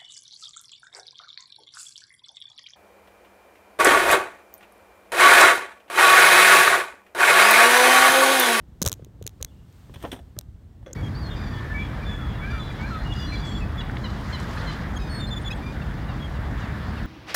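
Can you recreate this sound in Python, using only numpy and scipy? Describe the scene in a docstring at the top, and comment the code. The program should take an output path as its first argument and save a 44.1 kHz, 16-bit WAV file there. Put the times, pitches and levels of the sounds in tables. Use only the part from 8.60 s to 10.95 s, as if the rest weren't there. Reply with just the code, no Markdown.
"""A loose axle, worked by a gloved hand under a car in a garage, an arm's length from the microphone:
it scrapes and clunks in its play, thinner steel taps and squeaks, and the room answers.
Right at the hand-held microphone a small loose part snaps in dry clusters of clicks, the loudest
sounds here, and a light piece pings twice. Handling adds dull knocks and thumps.
A low rumble and a faint hiss lie under everything."""
import sys
import numpy as np
from scipy import signal
from scipy.fft import rfft, irfft, next_fast_len
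from scipy.io import wavfile
from scipy.ndimage import map_coordinates

SR = 44100
rng = np.random.default_rng(int(sys.argv[2]) if len(sys.argv) > 2 else 0)


def output_pcm(signal):
    """Save a mono or channel-first signal as 16-bit PCM at the path in sys.argv[1].

    Samples are clipped to [-1, 1] before scaling.
    """
    pcm = np.clip(np.atleast_2d(signal).T, -1, 1) * 32767
    wavfile.write(sys.argv[1], SR, np.round(pcm).astype(np.int16))


N = 103635


def axle():
    """Each contact in the axle's play is a short gritty scrape that rings the shaft and thinner steel."""
    # start_s, body_db, shaft_db, steel_db, scratch_db, rise_s, t60_s
    contacts = [(1.296, -42.5, -56.5, -62, -78, 0.0004, 0.018),
                (1.3397, -51, -48.5, -42, -52, 0.001, 0.071),
                (1.357, -40.5, -44.5, -46.5, -73, 0.0024, 0.05), (1.401, -62, -62, -50, -60, 0.0023, 0.039),
                (1.413, -58, -53, -54, -66, 0.0022, 0.088), (1.4244, -51, -44, -44.5, -44, 0.0014, 0.062),
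                (1.4365, -20, -44, -66, -68, 0.0086, 0.074), (1.449, -24, -41, -39, -65, 0.0013, 0.046),
                (1.459, -40, -51, -69, -73, 0.0014, 0.11), (1.472, -46, -47.5, -52.5, -59, 0.0024, 0.088),
                (1.5162, -39, -42, -32, -39, 0.00081, 0.054),
                (1.527, -30.5, -38, -35.5, -45.5, 0.00095, 0.077),
                (1.549, -54, -51, -52.5, -53.5, .002, 0.093), (1.562, -43.5, -50, -52, -67, 0.00071, 0.088),
                (1.59, -49, -49, -50, -59, 0.0012, 0.045), (2.227, -48.5, -60.5, -68, -75, 0.00076, 0.035)]
    # resonances: pitch_hz, relative_db, t60_s
    shaft_modes = [(219.6, -1, 0.17), (267, -2.5, 0.16), (347, -2, 0.095), (563, -3.5, 0.086),
                   (683, -3.5, 0.067), (950, -8, 0.051), (1343, -10.5, 0.072), (1577, -14.5, 0.081),
                   (1806, -6.5, .05)]
    steel_modes = [(2170, -13, 0.064), (3020, -6, 0.034), (3160, 2.5, 0.041), (3425, 0, 0.04),
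                   (3790, -9.5, 0.039), (5500, -15, 0.069), (8900, -17, 0.042)]
    # contact noise, from dull to bright: frequency_hz, density_db
    body_spectrum = [(100, -36), (220, -4.5), (450, -4), (1000, -9.5), (1300, -18.5), (2000, -25),
                     (2800, -26.5), (4500, -54), (16000, -71.5)]
    steel_spectrum = [(300, -25), (1200, -5), (1800, 2.5), (2300, -6), (2700, -3), (3250, 2), (4000, -7),
                      (4700, -23.5), (5600, -12), (9000, -32), (15500, -39.5)]
    scratch_spectrum = [(3000, -29.5), (4900, -6.5), (5700, -3), (7400, -9), (9000, 6), (10400, -8.5),
                        (12000, -2), (15300, -6), (16200, -28)]
    grit_db, grit_per_s, steel_ring_db = 3.5, 685, -7
    out, t = np.zeros(N), np.arange(SR // 4) / SR
    for start, body_db, shaft_db, steel_db, scratch_db, rise, t60 in contacts:
        decay = fade(t, t60)
        grit = decay * unit(amp(grit_db * wobble(t, grit_per_s)))  # the scrape is uneven
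        body = amp(body_db) * noise(body_spectrum, len(t)) * decay
        shaft = amp(shaft_db) * ring(shaft_modes, t, scatter_db=3.0)
        scrape = noise(steel_spectrum, len(t)) * grit
        steel = amp(steel_db) * (scrape + amp(steel_ring_db) * ring(steel_modes, t, scatter_db=5))
        scratch = amp(scratch_db) * noise(scratch_spectrum, len(t)) * grit
        add(out, start, (body + shaft + steel + scratch) * attack(t, rise))
    return out


def clicks():
    """A small loose part at the microphone catches lightly, then snaps hard and rings very briefly."""
    # start_s, level_db, catch_lead_ms, pitch_hz, side_modes_db, crack_db
    snaps = [(0.2183, -7, .18, 6520, -3.5, -16), (.2258, -6, .18, 6350, -2.5, -20.5),
             (0.2304, -11.5, 0.19, 6750, -3, -18), (0.242, -31, 0.2, 6420, 0.5, -10.5),
             (0.2514, -14.5, 0.27, 6260, -7, -7), (.262, -7, 0.24, 6400, -4, -11.5),
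             (0.2634, -19, 0.15, 6400, 4, -13), (0.2641, -2.5, .3, 5904, -12, -14),
             (0.2683, -17, 0.53, 6500, -6, -3), (.2767, -6, 0.31, 6270, 1.5, -21.5),
             (0.286, -13, 0.12, 6440, -1, -9), (.296, -21, 0.18, 6480, -1, -4),
             (0.3181, -15, 0.23, 6120, 3.5, -0.5), (0.3287, -12, .28, 6910, 0, -6.5),
             (0.3391, -28.5, .3, 6280, 3, -3.5), (0.4475, -34.5, .28, 6360, 0.5, -2),
             (0.626, -29.5, 0.27, 6500, 0, -2), (0.641, -43.5, .3, 6500, -3.5, 3.5),
             (.6665, -14, .44, 7250, -4, -8.5), (.6764, -14, 0.3, 6170, 1.5, -9.5),
             (.6937, -39.5, .3, 6500, -3, 5.5), (0.8135, -33, 0.26, 6540, -3, -2.5),
             (0.8272, -10.5, 0.29, 6400, -0.5, -14.5), (.8479, -15.5, 0.48, 6400, 0.5, -8),
             (1.1268, -49, .3, 6370, 3, -10.5), (1.789, -10.5, 0.23, 6470, -1, -21),
             (1.8119, -33, 0.23, 6250, 1.5, 2.5)]
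    # side resonances at the nominal pitch, scaled with each click: pitch_hz, relative_db, t60_s
    side_modes = [(4170, -9, 0.0041), (8530, -7, 0.0015), (12000, -7.5, 0.0015), (15200, -17.5, .0013)]
    nominal_hz, catch_db, tail_db = 6535, -6.5, -19
    out, t = np.zeros(N), np.arange(SR // 40) / SR
    for start, db, lead_ms, hz, side_db, crack_db in snaps:
        main = np.sin(2 * np.pi * hz * t) * fade(t, t60_s=0.002)
        side = amp(side_db) * ring(side_modes, t * hz / nominal_hz, scatter_db=0.5)
        crack = amp(crack_db) * fade(t, t60_s=0.0003)
        snap = butter(main + side, hz=5170, kind="high", order=2) - crack
        grit = unit(np.convolve(rng.standard_normal(len(t)), snap)[:len(t)])  # noise in the snap's colour
        tail = amp(tail_db) * grit * fade(t, t60_s=0.0085)
        add(out, start, amp(db) * (snap + tail))
        add(out, start - lead_ms / 1000, amp(db + catch_db) * snap)
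    return out


def pings():
    """A light piece grazes twice, close by: two high modes swell, drop fast and linger faintly."""
    # start_s, level_db, pitch_hz
    touches = [(2.3311, -13.5, 6630), (2.3334, -14, 6870)]
    upper_ratio, upper_db, tail_db = 1.97, -18, -35
    out, t = np.zeros(N), np.arange(SR // 25) / SR
    for start, db, hz in touches:
        tone = np.sin(2 * np.pi * hz * t) + amp(upper_db) * np.sin(2 * np.pi * upper_ratio * hz * t)
        decay = fade(t, t60_s=0.0021) + amp(tail_db) * fade(t, t60_s=0.022)
        add(out, start, amp(db) * tone * decay * attack(t, rise_s=0.00031))
    return out


def handling():
    """Hollow knocks on the hand-held camera's case, some with a crunch, and soft thumps of the grip."""
    # start_s, relative_db, pitch_hz, t60_s, crunch_db
    knocks = [(0.2158, -24.5, 413, 0.016, -12), (0.2196, -27.5, 530, 0.015, -0.5),
              (0.2412, -30, 435, 0.028, -17.5), (0.2579, -21.5, 560, 0.013, -6),
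              (0.2629, -14.5, 480, 0.014, -8.5), (0.2704, -29.5, 570, 0.033, 0),
              (0.3024, -38.5, 430, 0.034, -13.5), (0.319, -43.5, 507, 0.016, -0.5),
              (.327, -46.5, 499, 0.014, -0.5), (0.395, -36.5, 467, 0.016, -26),
              (0.4223, -38, 345, 0.017, -16), (.466, -44, 375, 0.03, -27), (0.613, -31.5, 421, 0.02, -33.5),
              (0.66, -35.5, 422, 0.028, -18), (0.8041, -43.5, 504, 0.012, -3.5),
              (0.8077, -41, 474, 0.037, -8.5), (0.824, -39, 579, 0.025, -10.5),
              (1.7654, -35, 320, 0.014, -7.5), (1.7805, -39.5, 599, 0.035, -11.5),
              (1.7855, -46, 600, .025, -14.5), (2.333, -38.5, 329.6, .016, -14)]
    # resonances of the case, relative to the knock: pitch_ratio, relative_db, t60_ratio
    case_modes = [(.7, -8, 0.92), (1, 3, 0.79), (1.3, -14, 0.79)]
    # contact noise: frequency_hz, density_db
    crunch_spectrum = [(150, -7.5), (400, 2.5), (650, -5.5), (850, -9.5), (1100, -2), (1650, -7),
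                       (2400, -18), (6000, -25.5), (16000, -44.5)]
    # start_s, relative_db, pitch_hz
    thumps = [(0.2179, -21.5, 182), (0.2515, -25.5, 92), (0.2667, -16, 94), (0.324, -29.5, 106),
              (0.4236, -32.5, 132), (0.6205, -31.5, 103), (0.6473, -31.5, 112), (.813, -28.5, 67.6),
              (0.845, -28.5, 68), (1.363, -36.5, 90), (1.439, -29.5, 91), (1.774, -30, 108.4),
              (1.886, -32, 68), (1.945, -35, 65), (2.21, -34.5, 60), (2.229, -31, 75.4)]
    out, t = np.zeros(N), np.arange(SR // 6) / SR
    rise = attack(t, rise_s=0.0013)
    for start, db, hz, t60, crunch_db in knocks:
        modes = [(ratio * hz, level, share * t60) for ratio, level, share in case_modes]
        case = butter(ring(modes, t, scatter_db=1.5) * rise, hz=700, kind="low", order=4)
        crunch = amp(crunch_db) * noise(crunch_spectrum, len(t)) * fade(t, t60) * rise
        add(out, start, amp(db) * (case + crunch))
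    for start, db, hz in thumps:
        thump = np.sin(2 * np.pi * hz * t) * fade(t, t60_s=0.054) * attack(t, rise_s=0.0023)
        add(out, start, amp(db) * thump)
    return 2 * out


def taps():
    """A thinner steel piece chatters briefly: each tap scuffs and rings it."""
    # start_s, level_db, scuff_t60_s
    strikes = [(2.262, -38, 0.032), (2.269, -46, 0.058), (2.278, -46, 0.052), (2.288, -51, 0.051),
               (2.30, -49.5, 0.025), (2.3085, -47.5, 0.058), (2.331, -49.5, 0.035)]
    # resonances of the piece: pitch_hz, relative_db, t60_s
    piece_modes = [(366, -0.5, 0.048), (521.4, 3, 0.068), (1510, -17, 0.099), (2080, -10, 0.038),
                   (3370, -7, 0.03), (5800, -22, 0.031)]
    # contact noise: frequency_hz, density_db
    scuff_spectrum = [(200, 0.5), (550, 2.5), (800, -12.5), (1500, -8), (2600, -19), (3500, -21),
                      (4800, -32), (6200, -18.5), (7500, -36), (16000, -39.5)]
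    out, t = np.zeros(N), np.arange(SR // 5) / SR
    for start, db, t60 in strikes:
        scuff = amp(2.5) * noise(scuff_spectrum, len(t)) * fade(t, t60)
        piece = ring(piece_modes, t, scatter_db=4)
        add(out, start, amp(db) * (piece + scuff) * attack(t, rise_s=0.001))
    return out


def squeaks():
    """Rubbing steel gives faint, fuzzy squeaks that swell and fade."""
    # start_s, length_s, pitch_hz, level_db
    rubs = [(.852, 0.058, 3400, -68.5), (.9, 0.053, 2900, -70.5), (0.947, 0.12, 2840, -75)]
    out = np.zeros(N)
    for start, length, hz, db in rubs:
        t = np.arange(int(length * SR)) / SR
        fuzz = wobble(t, per_s=260) + 1j * wobble(t, per_s=260)  # spreads the tone into a narrow band
        tone = unit(np.real(fuzz * np.exp(2j * np.pi * hz * t)))
        add(out, start, amp(db) * tone * np.sin(np.pi * t / length))
    return out


def garage(x):
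    """The room answers 4 ms later with a short diffuse tail whose decay varies with frequency."""
    # frequency_hz, t60_s
    decay_times = [(100, .3), (600, 0.19), (3000, 0.12), (8000, 0.31), (16000, 0.1)]
    hz, t, spectra = signal.stft(rng.standard_normal(SR // 2), SR, nperseg=256)
    tail = signal.istft(spectra * fade(t, along(decay_times, hz)[:, None]), SR, nperseg=256)[1]
    response = np.pad(tail, (SR // 250, 0)) / np.linalg.norm(tail)
    return signal.fftconvolve(x, response)[:N]


def background():
    """An unsteady low rumble and a faint hiss that swells in the middle."""
    # frequency_hz, density_db
    rumble_spectrum = [(20, -33.5), (33, -8), (55, 1.5), (100, -2.5), (150, -8), (250, -15.5), (400, -24),
                       (800, -34), (2000, -44.5), (8000, -94)]
    hiss_spectrum = [(200, -10), (800, 3), (1500, -2), (2500, -5.5), (3400, -3.5), (4800, -8.5),
                     (7200, -10.5), (8700, -10.5), (10400, -18), (12500, -13.5), (15500, -14.5)]
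    # time_s, level_db
    rumble_levels = [(0, -45.5), (.5, -46.5), (.75, -46.5), (1.1, -46.5), (1.32, -44), (1.6, -46.5),
                     (2.0, -47), (2.35, -45)]
    hiss_levels = [(0, -72.5), (.2, -69), (.35, -67), (.5, -72), (.75, -68.5), (.88, -67), (1.05, -67.5),
                   (1.18, -62), (1.31, -63), (1.37, -59.5), (1.46, -54.5), (1.6, -66.5), (1.85, -71.5),
                   (2.35, -70.5)]
    t = np.arange(N) / SR
    swing_db = 0.8 * wobble(t, per_s=10.14)
    rumble_db = np.interp(t, *np.transpose(rumble_levels)) + swing_db
    hiss_db = np.interp(t, *np.transpose(hiss_levels))
    return amp(rumble_db) * noise(rumble_spectrum, N) + amp(hiss_db) * noise(hiss_spectrum, N)


def ring(modes, t, scatter_db):
    """Damped modes, each struck a little differently every time."""
    return sum(amp(db + scatter_db * rng.standard_normal()) * fade(t, t60) * np.sin(2 * np.pi * hz * t)
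               for hz, db, t60 in modes)


def noise(spectrum, size):
    """Coloured noise of rms 1."""
    gain = amp(along(spectrum, np.fft.rfftfreq(size, 1 / SR)))
    return unit(irfft(rfft(rng.standard_normal(size)) * gain, size))


def wobble(t, per_s):
    """A smooth random curve with per_s knots a second."""
    return map_coordinates(rng.standard_normal(SR // 100), [t * per_s], mode="mirror")


def attack(t, rise_s):
    """Exponential rise towards 1."""
    return 1 - np.exp(-t / rise_s)


def fade(t, t60_s):
    """Exponential decay, 60 dB down at t60_s."""
    return np.exp(-np.log(1000) * t / t60_s)


def butter(x, hz, kind, order):
    """A causal low-pass or high-pass."""
    return signal.sosfilt(signal.butter(order, hz, kind, fs=SR, output="sos"), x)


def along(points, hz):
    """Reads (frequency_hz, value) points on a log frequency axis."""
    frequencies, values = np.transpose(points)
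    return np.interp(np.log(hz + 1), np.log(frequencies + 1), values)


def amp(db):
    """Decibels to gain."""
    return 10 ** (np.asarray(db) / 20)


def unit(x):
    """Scaled to rms 1."""
    return x / np.sqrt(np.mean(x ** 2) + 1e-20)


def add(track, start_s, sound):
    """Mixes a sound in at start_s."""
    i = max(0, round(start_s * SR))
    track[i:i + len(sound)] += sound[:max(0, N - i)]


def scene():
    """Sounds at the microphone stay almost dry; the axle, an arm's length away, stirs the room more."""
    near = clicks() + pings()
    far = axle() + taps() + squeaks()
    room = garage(amp(-39) * near + amp(-17) * far)
    return (near + handling() + far + room + background())[None]


def record(dry):
    """The recorder cuts the deepest bass and keeps nothing above its band limit."""
    low_cut_hz, top_hz, edge_hz = 25, 16100, 800
    size = next_fast_len(N + SR // 4)
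    hz = np.fft.rfftfreq(size, 1 / SR)
    low_cut = hz ** 4 / (hz ** 4 + low_cut_hz ** 4)
    band_limit = np.clip((top_hz - hz) / edge_hz + .5, 0, 1)
    return irfft(rfft(dry, size) * low_cut * band_limit, size)[:, :N]


dry = scene()
out = record(dry)
output_pcm(out)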